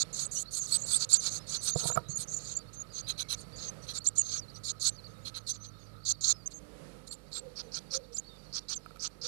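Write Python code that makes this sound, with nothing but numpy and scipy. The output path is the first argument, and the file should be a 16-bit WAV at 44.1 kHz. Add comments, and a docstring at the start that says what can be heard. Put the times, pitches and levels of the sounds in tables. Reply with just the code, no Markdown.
"""Nestlings beg inside a wooden nest box: hoarse rasps are resonances rung by chaotic pulses and breath.
Thin peeps over them are gliding near-sines; the parent's feet and wings strike damped modes of the wood.
Air noise, mains hum, a drone, a receding motor and a dove come along; at 6.458 s the air turns quieter.
One microphone feeds the right channel; the left holds a faint inverted leak, some hum and its own hiss."""
import sys
import numpy as np
from scipy import signal
from scipy.fft import rfft, irfft, next_fast_len
from scipy.io import wavfile
from scipy.ndimage import uniform_filter1d, map_coordinates

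SR = 44100
rng = np.random.default_rng(int(sys.argv[2]) if len(sys.argv) > 2 else 0)


def to_linear_factor(level_db):
    """Convert decibel levels (scalar or array-like) to linear amplitude factors."""
    exponent = np.asarray(level_db, float) / 20
    return 10 ** exponent


def put_to_file(sound):
    """Save the sound as 16-bit audio at rate SR, in the file named by the first command-line argument."""
    columns = np.atleast_2d(sound).T  # one column per channel
    safe = np.clip(columns, -1, 1)
    whole_steps = np.round(safe * 32767)
    wavfile.write(sys.argv[1], SR, whole_steps.astype(np.int16))


N = 408807
T = np.arange(N) / SR

# throat resonances of a begging chick: centre_hz, width_hz, level_db
THROAT = [(4530, 380, 0), (3950, 600, -10), (5150, 600, -7)]
# modes of the air and walls of the box: pitch_hz, level_db, t60_s
BOX = [(156, -7, 0.046), (496, -17.5, 0.074), (697, -6.5, 0.023), (959, -20.5, 0.088), (1303, -1, 0.024),
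       (2283, -13, 0.021)]


def unit(x):
    """Scale to rms 1."""
    return x / np.sqrt(np.mean(x ** 2))


def colour(x, points):
    """Shape a spectrum by (Hz, dB) points, joined along log frequency."""
    hz, db = np.transpose(points)
    size = next_fast_len(len(x))
    log_hz = np.log(np.arange(size // 2 + 1) * SR / size + 1)
    gain = to_linear_factor(np.interp(log_hz, np.log(hz), db))
    return irfft(rfft(x, size) * gain, size)[:len(x)]


def ring(x, hz, width_hz):
    """One resonance, gain 1 at its centre."""
    return signal.lfilter(*signal.iirpeak(hz, hz / width_hz, fs=SR), x)


def walk(rate_hz):
    """Slow chance with spread 1, heading for a new value rate_hz times a second."""
    hold = int(SR / rate_hz)
    steps = np.repeat(rng.standard_normal(N // hold + 1), hold)
    smooth = uniform_filter1d(uniform_filter1d(steps, hold), hold)
    return unit(smooth[:N])


def tract(x, modes):
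    """Steep resonances side by side in alternating sign, scaled together to rms 1."""
    total = 0
    for k, (hz, width_hz, db) in enumerate(modes):
        stage_hz = 1.55 * width_hz  # two passes narrow the peak, so each stage is wider
        total = total + (-1) ** k * to_linear_factor(db) * ring(ring(x, hz, stage_hz), hz, stage_hz)
    return unit(total)


def drift(x, share, rate_hz):
    """Resonances wander and flicker as neck and bill move: the sound is read a little faster or slower."""
    speed = share * walk(rate_hz)
    place = np.arange(N) + np.cumsum(speed - speed.mean())
    moved = map_coordinates(x, [place], order=3, mode="wrap")
    return unit(moved * to_linear_factor(2.5 * walk(140)))


def played(rows, edge_s):
    """Sample span of a call, its columns interpolated along it, and a squared fade at both ends."""
    s, *columns = np.transpose(rows)
    span = slice(max(int((s[0] - edge_s) * SR), 0), min(int((s[-1] + edge_s) * SR), N))
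    t = T[span]
    to_nearest_end_s = np.minimum(t - s[0], s[-1] - t)
    fade = np.clip(to_nearest_end_s / (2 * edge_s) + .5, 0, 1) ** 2
    return span, [np.interp(t, s, column) for column in columns], fade


def tones(calls, edge_s, waver_hz, flutter_db, rate_hz, overtone_db):
    """Near-sines on gliding pitches, wavering in pitch and level, with an octave over the lower notes."""
    waver, flutter = waver_hz * walk(rate_hz), to_linear_factor(flutter_db * walk(rate_hz))
    out = np.zeros(N)
    for rows in calls:
        span, (hz, db), fade = played(rows, edge_s)
        phase = 2 * np.pi * np.cumsum(hz + waver[span]) / SR
        overtone = to_linear_factor(overtone_db) * np.sin(2 * phase) * (hz < SR / 5)
        voice = np.sin(phase) + overtone
        out[span] += np.sqrt(2) * fade * to_linear_factor(db) * flutter[span] * voice  # sqrt(2): levels are rms
    return out


def syrinx():
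    """Membranes beating chaotically: uneven pulses of uneven size over breath noise."""
    median_rate_hz, jitter, scatter_db, breath = 2600, .5, 1.5, 0.46
    chance = rng.standard_normal((N // 8, 2))
    at = np.cumsum(SR / median_rate_hz * np.exp(jitter * chance[:, 0]))
    keep = at < N - 1
    pulses = np.bincount(at[keep].astype(int), to_linear_factor(scatter_db * chance[keep, 1]), N)
    buzz = unit(pulses - pulses.mean()) + breath * rng.standard_normal(N)
    return buzz * to_linear_factor(1.44 * walk(120))


def swell(s, length, top_db, rise_s, opens_db, ends_db):
    """Opening, top and end of one call, as gains of its throat, gape and beak bands."""
    top = np.array(top_db)
    return [(s, *to_linear_factor(top + opens_db)), (s + rise_s, *to_linear_factor(top)), (s + length, *to_linear_factor(top + ends_db))]


def within(s, spells):
    """Whether a moment falls in one of the spells."""
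    return any(start < s < end for start, end in spells)


def box_lows(buzz):
    """The calls shake the upper box modes, over a faint broad resonance at 1400 Hz."""
    # twice the bandwidth of a mode, so it dies faster than after a knock
    modes = sum(to_linear_factor(db) * ring(buzz, hz, 4.41 / t60) for hz, db, t60 in BOX[3:])
    broad = ring(ring(buzz, 1400, 2700), 1400, 2700)
    return to_linear_factor(-12.5) * unit(modes) + to_linear_factor(-31.5) * unit(broad)


def rasps():
    """Rasps swell and are cut off, wheezes hold an even effort; gullet and box sound under the throat."""
    # calls: start_s, length_s, throat_db, gape_db, beak_db
    rasp_calls = [ (-.06, 0.093, -34, -33, -42), (.508, 0.09, -44.5, -37, -39.5),
                  (0.665, 0.11, -40, -40.5, -37), (.985, 0.066, -34.5, -34, -42.5),
                  (1.2, 0.096, -34, -34.5, -41), (1.468, 0.11, -38, -38, -45),
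                  (1.61, 0.1, -38.5, -39.5, -36), (1.762, 0.064, -36.5, -37, -43),
                  (1.823, 0.082, -36.5, -41, -35), (2.156, 0.087, -46.5, -45, -41),
                  (2.385, 0.16, -49, -43, -58), (2.916, 0.096, -45.5, -49, -62),
                  (3.067, 0.061, -37.5, -48, -49.5), (3.175, 0.057, -35.5, -40, -47.5),
                  (3.285, 0.066, -34, -37.5, -45), (3.36, 0.076, -58, -56.5, -58),
                  (3.865, 0.065, -42, -50, -54.5), (3.934, 0.056, -39, -43, -49),
                  (4.202, 0.19, -43.5, -46.5, -59), (4.634, 0.087, -37.5, -37.5, -45.5),
                  (4.797, 0.1, -32.5, -31.5, -38.5), (5.248, 0.053, -40.5, -50.5, -54.5),
                  (5.341, 0.051, -39.5, -52, -57.5), (5.465, 0.056, -37.5, -45, -39.5),
                  (6.05, 0.075, -34.5, -32, -46.5), (6.208, 0.12, -31.5, -28, -45.5),
                  (7.314, .083, -42, -49.5, -51.5), (7.557, 0.062, -41, -56, -61.5),
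                  (7.719, 0.074, -39, -41.5, -54), (7.906, 0.072, -38, -33.5, -53),
                  (8.527, 0.068, -38, -41, -53.5), (8.682, 0.066, -36.5, -37, -52.5),
                  (8.995, 0.084, -40, -40, -53.5), (9.213, .07, -41.5, -42.5, -59)]
    # even calls: start_s, length_s, throat_db, gape_db, beak_db
    wheeze_calls = [ (.128, 0.13, -42, -40, -44.5), (0.311, 0.12, -48.5, -39.5, -42),
                    (0.601, 0.063, -52, -42, -54), (0.778, 0.051, -54, -43.5, -54),
                    (.855, 0.13, -39, -42, -38.5), (1.09, 0.084, -35, -39, -39),
                    (1.295, 0.098, -45, -43.5, -49), (2.085, 0.045, -58, -44.5, -60),
                    (2.273, 0.12, -60.5, -44, -57.5), (2.73, .025, -63, -49.5, -61),
                    (3.559, 0.13, -45, -51, -69), (3.82, 0.046, -56.5, -65, -63),
                    (4.042, 0.047, -46.5, -45.5, -49), (4.154, 0.04, -49, -43.5, -50.5),
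                    (4.545, .04, -55.5, -72, -66), (5.523, 0.044, -51.5, -55, -76),
                    (5.629, .04, -50, -62, -73), (6.505, 0.032, -54.5, -64, -60),
                    (7.067, 0.021, -56.5, -60, -59), (7.11, 0.035, -51.5, -57, -48.5),
                    (8.122, 0.022, -58, -60, -65), (8.159, 0.028, -49.5, -55, -53),
                    (8.757, 0.011, -54, -57, -51)]
    # resonances of bill and gullet: centre_hz, width_hz, level_db
    gape = [(6450, 420, 0), (7250, 450, -4)]
    beak_modes = [(8185, 390, 3.5), (9844, 570, -6), (12150, 670, -16)]
    gullet_modes = [(3320, 540, -4), (4300, 720, 1.5)]
    # the later, broader-throated chick: centre_hz, width_hz, level_db
    hoarse_throat = [(5150, 550, 0), (4350, 400, -2)]
    hoarse_gape = [(6200, 450, 0), (5750, 400, -4), (6800, 400, -8)]
    # the deeper-voiced chick: centre_hz, width_hz, level_db
    deep_throat = [(4100, 340, 5), (3170, 220, -10), (4700, 400, -6.5), (2600, 660, -16.5)]
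    deep_gape = [(6200, 460, 11), (6900, 340, -16)]
    deep_beak = [(8170, 500, 2), (10110, 550, 1.5), (12270, 780, -8)]
    # when the deeper chick calls: start_s, end_s
    deep_spells = [(3.06, 3.3), (3.86, 3.9), (5.24, 5.36)]
    # when a chick stretches up and its undertones thin out: start_s, end_s
    stretched_spells = [(4.6, 4.85), (5.4, 5.5), (6.0, 6.3)]
    # one row each for the clear, hoarse and deep chick, under the throat: gullet_db, box_db
    undertones = [(-4.5, 0), (-2, 0), (-8, -0.5)]
    hoarse_from_s, stretched_db, top_before_end_s = 7.5, -6.5, 0.023
    # dB from the top of the call, for throat, gape and beak
    rasp_opens_db, rasp_ends_db = (-17, -20.5, -16), (-14.5, -6, -17)
    hoarse_opens_db = (-7, -40, -28)
    wheeze_opens_db, wheeze_ends_db = (-15.5, -4, -13.5), (-10.5, -2.5, -4.5)

    buzz = syrinx()
    lows = box_lows(buzz)
    gullet = drift(tract(buzz, gullet_modes), .04, 50)
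    beak = drift(tract(buzz, beak_modes), 0.022, 50)
    clear = drift(tract(buzz, THROAT), 0.016, 60), drift(tract(buzz, gape), 0.022, 60), beak
    hoarse = drift(tract(buzz, hoarse_throat), 0.034, 60), drift(tract(buzz, hoarse_gape), 0.03, 60), beak
    deep = [drift(tract(buzz, modes), .015, 60) for modes in (deep_throat, deep_gape, deep_beak)]

    calls = []
    for s, length, *db in rasp_calls:
        opens_db = hoarse_opens_db if s > hoarse_from_s else rasp_opens_db
        calls.append(swell(s, length, db, length - top_before_end_s, opens_db, rasp_ends_db))
    for s, length, *db in wheeze_calls:
        calls.append(swell(s, length, db, length / 2, wheeze_opens_db, wheeze_ends_db))

    out = np.zeros(N)
    for rows in calls:
        start = rows[0][0]
        span, gains, fade = played(rows, .0015)
        chick = 2 if within(start, deep_spells) else int(start > hoarse_from_s)
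        thinning_db = stretched_db * within(start, stretched_spells)
        gullet_db, box_db = np.add(undertones[chick], thinning_db)
        opening = np.linspace(0, 1, len(fade)) ** 1.5  # the bill gapes wider through the call
        under = to_linear_factor(gullet_db) * opening * gullet[span] + to_linear_factor(box_db) * np.sqrt(opening) * lows[span]
        bands = (clear, hoarse, deep)[chick]
        out[span] += fade * sum(gain * band[span] for gain, band in zip(gains, bands))
        out[span] += fade * gains[0] * under
    return out


def box_air():
    """Coloured noise swells and sinks, and sings in the cavity of the box; both switch to a quieter bed."""
    # spectrum of the first and the second bed: pitch_hz, relative level_db
    first_colour = [(35, -27), (60, -1), (75, -11.5), (152, 2.5), (230, -11.5), (368, -13.5), (505, -7),
                    (760, -19.5), (1100, -21), (1800, -23), (2960, -27.5), (5450, -33.5), (11300, -33.5),
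                    (13500, -56)]
    second_colour = [(35, -22), (60, 2), (75, -24), (152, 1.5), (223, -7), (300, -12.5), (380, -10),
                     (517, -4), (620, -14.5), (1040, -20), (1720, -22.5), (5710, -31.5), (11300, -32.5),
                     (13500, -81)]
    # slow swell of the noise: time_s, gain_db
    air_swell = [(0, 1.5), (1, 3), (2, 1.5), (3.2, 0), (4, 0), (5.5, -2), (6.4, -1.5), (7.4, 0.5),
                 (9.27, 0.5)]
    first = T < 6.458
    first_air = unit(colour(rng.standard_normal(N), first_colour))
    second_air = unit(colour(rng.standard_normal(N), second_colour))
    air = np.where(first, to_linear_factor(-57.5) * first_air, to_linear_factor(-58.5) * second_air)
    air = air * to_linear_factor(np.interp(T, *np.transpose(air_swell)) + 2.0 * walk(5))
    cavity_db = np.where(first, -67, -73) + 2 * walk(30)
    cavity = to_linear_factor(cavity_db) * tract(rng.standard_normal(N), [(1276, 98, 0)])
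    return air + cavity


def electronics():
    """Steady sines of mains hum, and noise hissing in a high band."""
    # hum partials: pitch_hz, level_db
    mains = [(50, -64.5), (100, -69.5), (150, -69), (200, -69), (250, -77.5), (300, -72.5)]
    hum = sum(np.sqrt(2) * to_linear_factor(db) * np.sin(2 * np.pi * hz * T + k) for k, (hz, db) in enumerate(mains))
    hiss = to_linear_factor(-81.5) * tract(rng.standard_normal(N), [(13200, 993, 0)])
    return hum + hiss


def twitter():
    """Nestmates under the calls: breath through drifting throats, and broken scraps of peeps."""
    # loudness of the brood: time_s, level_db
    brood_level = [(0, -65), (1.2, -71), (1.8, -52), (2.17, -75.5), (3.15, -65.5), (4.1, -72), (6.2, -68.5),
                   (6.61, -75.5), (8.5, -67), (9.27, -75)]
    wheeze = drift(tract(rng.standard_normal(N), THROAT), .04, 30) * to_linear_factor(0.73 * walk(25))
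    peep_scraps = np.zeros(N)
    for hz in (3750, 4450):
        tone = np.sin(2 * np.pi * np.cumsum(hz + 140 * walk(90)) / SR)
        gate = np.clip(2.1 * walk(110) - 1.2, 0, 1.5)  # mostly shut, open for moments
        peep_scraps += tone * gate
    level = to_linear_factor(np.interp(T, *np.transpose(brood_level)))
    return level * (wheeze + to_linear_factor(-1.5) * peep_scraps)


def drone():
    """A low near-sine whose pitch and level drift slowly."""
    # curve: time_s, pitch_hz, level_db
    drone_curve = [(0.0, 110.2, -68), (1.33, 107.4, -64), (5.72, 104.6, -56), (6.44, 105.1, -60)]
    return tones([drone_curve], .01, waver_hz=2, flutter_db=1.8, rate_hz=20, overtone_db=-30)


def whistle(s, length, first_hz, middle_hz, last_hz, db):
    """A whistle bends through three pitches on a parabola and is loudest in the middle."""
    opens_db, ends_db = -3, -1
    u = np.linspace(-1, 1, 9)
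    bend_hz = (first_hz + last_hz) / 2 - middle_hz
    hz = middle_hz + u * (last_hz - first_hz) / 2 + u ** 2 * bend_hz
    level_db = db + u ** 2 * np.where(u < 0, opens_db, ends_db)
    return np.transpose([s + length * (u + 1) / 2, hz, level_db])


def squeak(s, length, from_hz, top_hz, last_hz, db):
    """A fast leap to the top note, then a slower droop."""
    rise_s, opens_db, ends_db = .012, -12.5, -5.5
    return [(s, from_hz, db + opens_db), (s + rise_s, top_hz, db), (s + length, last_hz, db + ends_db)]


def peeps():
    """Warbles, whistles and squeaks: near-sines that share one waver and flutter."""
    # long calls that flip between a low and a high note, one curve each: time_s, pitch_hz, level_db
    warble_curves = [
        [(0.18, 6533, -41), (0.196, 6650, -49), (0.204, 6959, -40), (0.216, 7000, -37), (0.22, 6853, -54),
         (0.224, 6528, -43), (0.226, 6500, -40), (0.243, 6917, -48)],
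        [(0.595, 7034, -31.5), (0.611, 6451, -40.5), (0.647, 6580, -49), (0.657, 6859, -50), (0.663, 7000, -47)],
        [(0.779, 6960, -52), (0.783, 6840, -61), (0.787, 6634, -55), (0.801, 6438, -50), (0.809, 6885, -56),
         (0.825, 6470, -41), (0.833, 6650, -45)],
        [(1.674, 6153, -38), (1.686, 6140, -36.5), (1.724, 6552, -37), (1.73, 6950, -41), (1.74, 6370, -31),
         (1.744, 6697, -49), (1.752, 7102, -36), (1.764, 7380, -42)],
        [(1.89, 6553, -45), (1.916, 7040, -32.5), (1.922, 6600, -39), (1.928, 6400, -41), (1.938, 7460, -37),
         (1.944, 7600, -35), (1.952, 6935, -33), (1.959, 6500, -63)],
        [(2.089, 6977, -56), (2.101, 6951, -45), (2.109, 6448, -46), (2.131, 6359, -47), (2.149, 6721, -42),
         (2.161, 6987, -42), (2.177, 6424, -38), (2.183, 6522, -43)],
        [(2.3, 6212, -52), (2.31, 6488, -46), (2.334, 6488, -48), (2.346, 7102, -35), (2.36, 6496, -53),
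         (2.368, 7102, -35), (2.374, 7081, -38), (2.394, 6265, -57)],
        [(2.549, 6500, -44), (2.559, 6560, -41), (2.567, 7100, -39), (2.573, 7300, -35), (2.583, 6300, -48.5),
         (2.593, 7300, -48)],
        [(2.75, 6240, -55), (2.756, 6160, -51.5), (2.768, 6500, -50), (2.786, 6470, -48), (2.814, 6900, -43),
         (2.82, 6500, -37), (2.829, 6500, -60)],
        [(2.934, 6900, -64), (2.936, 6510, -47), (2.952, 5970, -46), (2.966, 6480, -41), (2.982, 6519, -42),
         (3.015, 6459, -45)],
        [(3.6, 6500, -58), (3.632, 6469, -50), (3.64, 6329, -53), (3.656, 6500, -44), (3.668, 6500, -47),
         (3.684, 6300, -42.5), (3.698, 6280, -43), (3.704, 6400, -49)],
        [(4.224, 6641, -42), (4.232, 6420, -47.5), (4.306, 6377, -46), (4.334, 6000, -41.5), (4.344, 6500, -40),
         (4.38, 6500, -42.5), (4.394, 6340, -36.5), (4.404, 5900, -48)],
        [(5.49, 6453, -46), (5.502, 6055, -35), (5.512, 6224, -37), (5.52, 6030, -35), (5.528, 6169, -54),
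         (5.54, 6600, -61), (5.57, 5950, -59), (5.578, 6086, -57)],
        [(5.599, 6000, -64), (5.607, 6000, -62), (5.625, 6111, -57), (5.631, 5980, -52), (5.635, 6329, -60),
         (5.671, 6200, -53), (5.698, 6100, -59)],
        [(0.719, 8100, -43), (0.723, 7900, -34), (0.737, 7900, -40), (0.757, 7940, -25), (0.769, 8111, -26.5),
         (0.773, 8100, -39)],
        [(0.9, 8057, -40.5), (0.93, 8170, -31.5), (0.94, 8050, -31), (0.95, 8261, -29.5), (0.966, 8430, -28),
         (0.976, 8200, -40)],
    ]
    # single whistles: start_s, length_s, first_hz, middle_hz, last_hz, level_db
    whistle_calls = [ (0.247, 0.032, 6940, 6700, 6550, -53), (0.252, 0.018, 8010, 8060, 7670, -40),
                     (0.347, 0.052, 6060, 5880, 6240, -40), (0.348, 0.063, 6550, 6450, 6680, -42),
                     (0.36, 0.046, 2980, 2950, 3220, -56), (0.395, 0.025, 6760, 6800, 6970, -45),
                     (0.457, 0.039, 3980, 4300, 4480, -56.5), (0.543, .049, 6330, 6700, 6980, -46),
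                     (0.634, 0.017, 8200, 8300, 8140, -44), (0.717, .044, 4000, 4470, 4540, -35),
                     (0.83, 0.024, 6740, 7400, 7800, -40.5), (0.832, 0.02, 4020, 4380, 4560, -55),
                     (0.934, 0.037, 3480, 3720, 5000, -42.5), (.965, .012, 7700, 7500, 7100, -37),
                     (1.024, 0.026, 6450, 6600, 6330, -48), (1.16, 0.046, 5970, 6520, 6000, -37.5),
                     (1.313, 0.052, 6240, 6470, 6330, -43), (1.392, 0.042, 5080, 5150, 5210, -62),
                     (1.566, 0.043, 6200, 6100, 6130, -45.5), (1.786, 0.052, 6200, 6400, 6060, -45),
                     (2.054, 0.036, 3800, 3880, 4010, -62), (2.095, 0.053, 4360, 4380, 4330, -58),
                     (2.24, 0.01, 6240, 6270, 6200, -50), (2.549, 0.075, 4350, 4600, 4580, -58),
                     (2.672, .024, 4270, 4440, 4400, -61), (2.897, 0.033, 4230, 4850, 4600, -62),
                     (3.018, 0.06, 4310, 4730, 4650, -59), (3.084, .037, 6500, 6280, 6800, -42.5),
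                     (3.15, 0.027, 3700, 4280, 4440, -61), (3.227, 0.056, 2320, 2200, 2220, -65),
                     (3.345, 0.02, 2320, 2230, 2250, -69), (3.378, 0.028, 4100, 4500, 4250, -55),
                     (3.52, 0.053, 4260, 4720, 4350, -58.5), (3.818, .039, 5850, 5970, 6200, -62),
                     (3.979, 0.012, 7740, 7280, 7800, -34.5), (4.005, .02, 4100, 4350, 4850, -51),
                     (4.026, .012, 4850, 4500, 4200, -56), (4.543, 0.036, 5500, 6000, 6100, -61),
                     (4.874, 0.027, 7900, 7850, 7300, -36), (4.176, 0.047, 3130, 2990, 2710, -63),
                     (4.373, 0.028, 5800, 5700, 5380, -43), (4.413, 0.039, 4940, 4380, 4130, -60),
                     (4.481, 0.026, 4000, 4300, 4930, -59), (4.506, .015, 4920, 4360, 3900, -62),
                     (4.539, 0.051, 6100, 5640, 6500, -62), (4.9, .069, 5770, 6400, 5610, -64),
                     (4.953, .017, 4300, 4500, 4970, -61), (4.972, 0.033, 5000, 4380, 4050, -60),
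                     (5.041, 0.035, 4150, 4700, 3880, -55.5), (5.074, 0.07, 6600, 6400, 6200, -74),
                     (5.385, 0.033, 6730, 6400, 5850, -68), (5.215, .035, 6200, 6950, 6700, -72),
                     (6.129, 0.031, 4040, 4750, 4040, -59), (6.031, 0.014, 4000, 4420, 4900, -59),
                     (6.331, .108, 5200, 4970, 4300, -63.5), (6.459, 0.02, 6420, 6330, 6000, -37),
                     (6.458, 0.024, 7060, 7460, 7150, -52), (6.536, 0.056, 6500, 6560, 6370, -53),
                     (6.541, 0.051, 7190, 7350, 7400, -62), (6.559, 0.027, 8230, 8230, 8230, -69),
                     (7.088, 0.066, 7170, 7480, 7200, -54), (7.108, 0.028, 4340, 4435, 4530, -51.5),
                     (7.337, .064, 7410, 7660, 7500, -46.5), (7.623, 0.054, 6760, 6100, 6120, -72),
                     (8.144, 0.057, 7030, 7400, 7000, -45), (8.17, 0.03, 6500, 6510, 6630, -39.5),
                     (8.244, 0.058, 4480, 4410, 4550, -59.5), (8.289, 0.086, 3750, 3630, 3600, -65.5),
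                     (8.343, 0.078, 4750, 4700, 4700, -69), (8.813, .1, 5100, 4880, 4550, -74),
                     (8.46, 0.034, 4420, 4380, 4530, -64), (8.727, 0.039, 6800, 7190, 7200, -48),
                     (8.761, 0.019, 6440, 6370, 6000, -41.5)]
    # squeaks, mostly paired as the syrinx has two sides:
    # start_s, length_s, from_hz, top_hz, last_hz, level_db
    squeak_calls = [(1.125, .03, 5950, 7650, 7080, -19.5), (1.126, 0.027, 7000, 8960, 8440, -31),
                    (4.065, 0.026, 5730, 7570, 7400, -23.5), (4.067, .026, 6900, 8860, 8700, -40.5),
                    (4.064, 0.028, 2060, 3470, 3620, -57.5), (4.171, 0.05, 6300, 7140, 6560, -29),
                    (4.173, 0.045, 7200, 8520, 7750, -37), (5.788, 0.077, 5600, 6800, 5950, -67.5)]
    calls = [whistle(*w) for w in whistle_calls] + [squeak(*q) for q in squeak_calls] + warble_curves
    return tones(calls, .002, waver_hz=60, flutter_db=3.5, rate_hz=250, overtone_db=-38)


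def near_walls(voices):
    """The walls are close: the calls ring on in a noise tail for a few milliseconds only."""
    t = T[:SR // 20]
    tail = to_linear_factor(-33) * rng.standard_normal(len(t)) * to_linear_factor(-60 * t / .022)
    return voices + signal.fftconvolve(voices, tail)[:N]


def knocks():
    """Feet and wings scrape the wood for a moment; a softer contact reaches only the low modes."""
    # contacts: time_s, relative blow_db, softness_ms, scrape_ms
    contacts = [(1.755, -27.5, 1.35, 8.6), (1.775, -43, 0.75, 92), (1.833, -41, 0.96, 13),
                (1.851, -33.5, 1.15, 9.1), (1.883, -42.5, 1.6, 8.7), (1.894, -34.5, 1, 13.3),
                (1.915, -40, 0.25, 11), (1.949, -36, 0.44, 27), (1.969, -25.5, 0.62, 10.9),
                (1.983, -42.5, 0.67, 16), (2.003, -47.5, 2.1, 16), (2.058, -51.5, 3.6, 9.9),
                (2.086, -40.5, 4, 12), (2.134, -44, 4.3, 6), (2.187, -49.5, 4.2, 7.2),
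                (8.86, -47, 0.15, 2.1), (8.907, -53.5, 0.2, 1.9), (8.958, -53, 0.18, 4.3),
                (8.971, -54, .07, 1.2)]
    push, tick = np.zeros(N), np.zeros(N)
    for s, db, soft_ms, scrape_ms in contacts:
        start = int(s * SR)
        scrape = np.hanning(int(scrape_ms * SR / 1000) + 3)
        pad = np.hanning(int(soft_ms * SR / 1000) + 3)
        blow = np.convolve(scrape * rng.standard_normal(len(scrape)), pad / pad.sum())
        push[start:start + len(blow)] += to_linear_factor(db) * unit(blow) / np.sqrt(len(blow))
        # claws tick, louder on the harder contacts
        claws = scrape ** 4 * rng.standard_normal(len(scrape)) / soft_ms
        tick[start:start + len(scrape)] += to_linear_factor(db) * claws
    t = T[:SR // 5]
    modes = sum(to_linear_factor(db) * np.sin(2 * np.pi * hz * t) * to_linear_factor(-60 * t / t60) for hz, db, t60 in BOX)
    wood = signal.fftconvolve(push, modes)[:N]
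    return colour(wood + to_linear_factor(-19.5) * tick, [(40, -20.5), (110, -4.5), (8000, 2.0)])


def motor():
    """A receding motor: a sinking tone with a strong octave."""
    # curve: time_s, pitch_hz, level_db
    motor_curve = [(6.5, 305, -68), (6.7, 292, -66), (6.95, 268, -68), (7.2, 250, -73)]
    return tones([motor_curve], .03, waver_hz=2, flutter_db=2, rate_hz=15, overtone_db=-4)


def coo(s, length, hz, db):
    """A coo rises quickly, fades to a held tail and sags in pitch."""
    rise_s, fade_s, opens_db, tail_db, sag_hz = 0.036, 0.11, -13, -14, 25.3
    return [(s, hz, db + opens_db), (s + rise_s, hz, db), (s + rise_s + fade_s, hz, db + tail_db),
            (s + length, hz - sag_hz, db + tail_db)]


def dove():
    """A dove outside: low, fluttering near-sines."""
    # coos: start_s, length_s, pitch_hz, level_db
    coo_calls = [(7.42, .28, 502, -49.5), (7.92, 0.226, 499, -47), (9.221, .28, 485, -47.5)]
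    calls = [coo(*c) for c in coo_calls]
    return tones(calls, .012, waver_hz=24, flutter_db=5, rate_hz=110, overtone_db=-40)


def scene():
    """One microphone carries it all on the right; source levels are those of both channels averaged."""
    voices = near_walls(rasps() + peeps())
    background = box_air() + electronics() + twitter()
    outside = drone() + motor() + dove()
    microphone = 2 * (voices + knocks() + outside + background)
    return np.array([np.zeros(N), microphone])


def top_cut(x):
    """Nothing passes above the cut-off."""
    return signal.sosfilt(signal.butter(12, 14110, fs=SR, output="sos"), x)


def record(dry):
    """The right leaks inverted into the left, which shares the hum and adds its own hiss; the top is cut."""
    # leak into the left channel: pitch_hz, gain_db
    leak = [(50, -39), (110, -49), (300, -37.5), (1200, -49.5), (2200, -32.5), (4000, -37.5), (7400, -31),
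            (13500, -41.5)]
    right = dry[1]
    shared_hum = to_linear_factor(-21) * ring(right, 50, 20)
    own_hiss = to_linear_factor(-118) * colour(rng.standard_normal(N), [(50, 20), (13000, 0)])
    left = shared_hum - colour(right, leak) + own_hiss
    lowpass = signal.ellip(8, .2, 60, 13600, fs=SR, output="sos")
    mix = signal.sosfilt(lowpass, np.array([left, right]))
    return top_cut(mix)


dry = scene()
out = record(dry)
put_to_file(out)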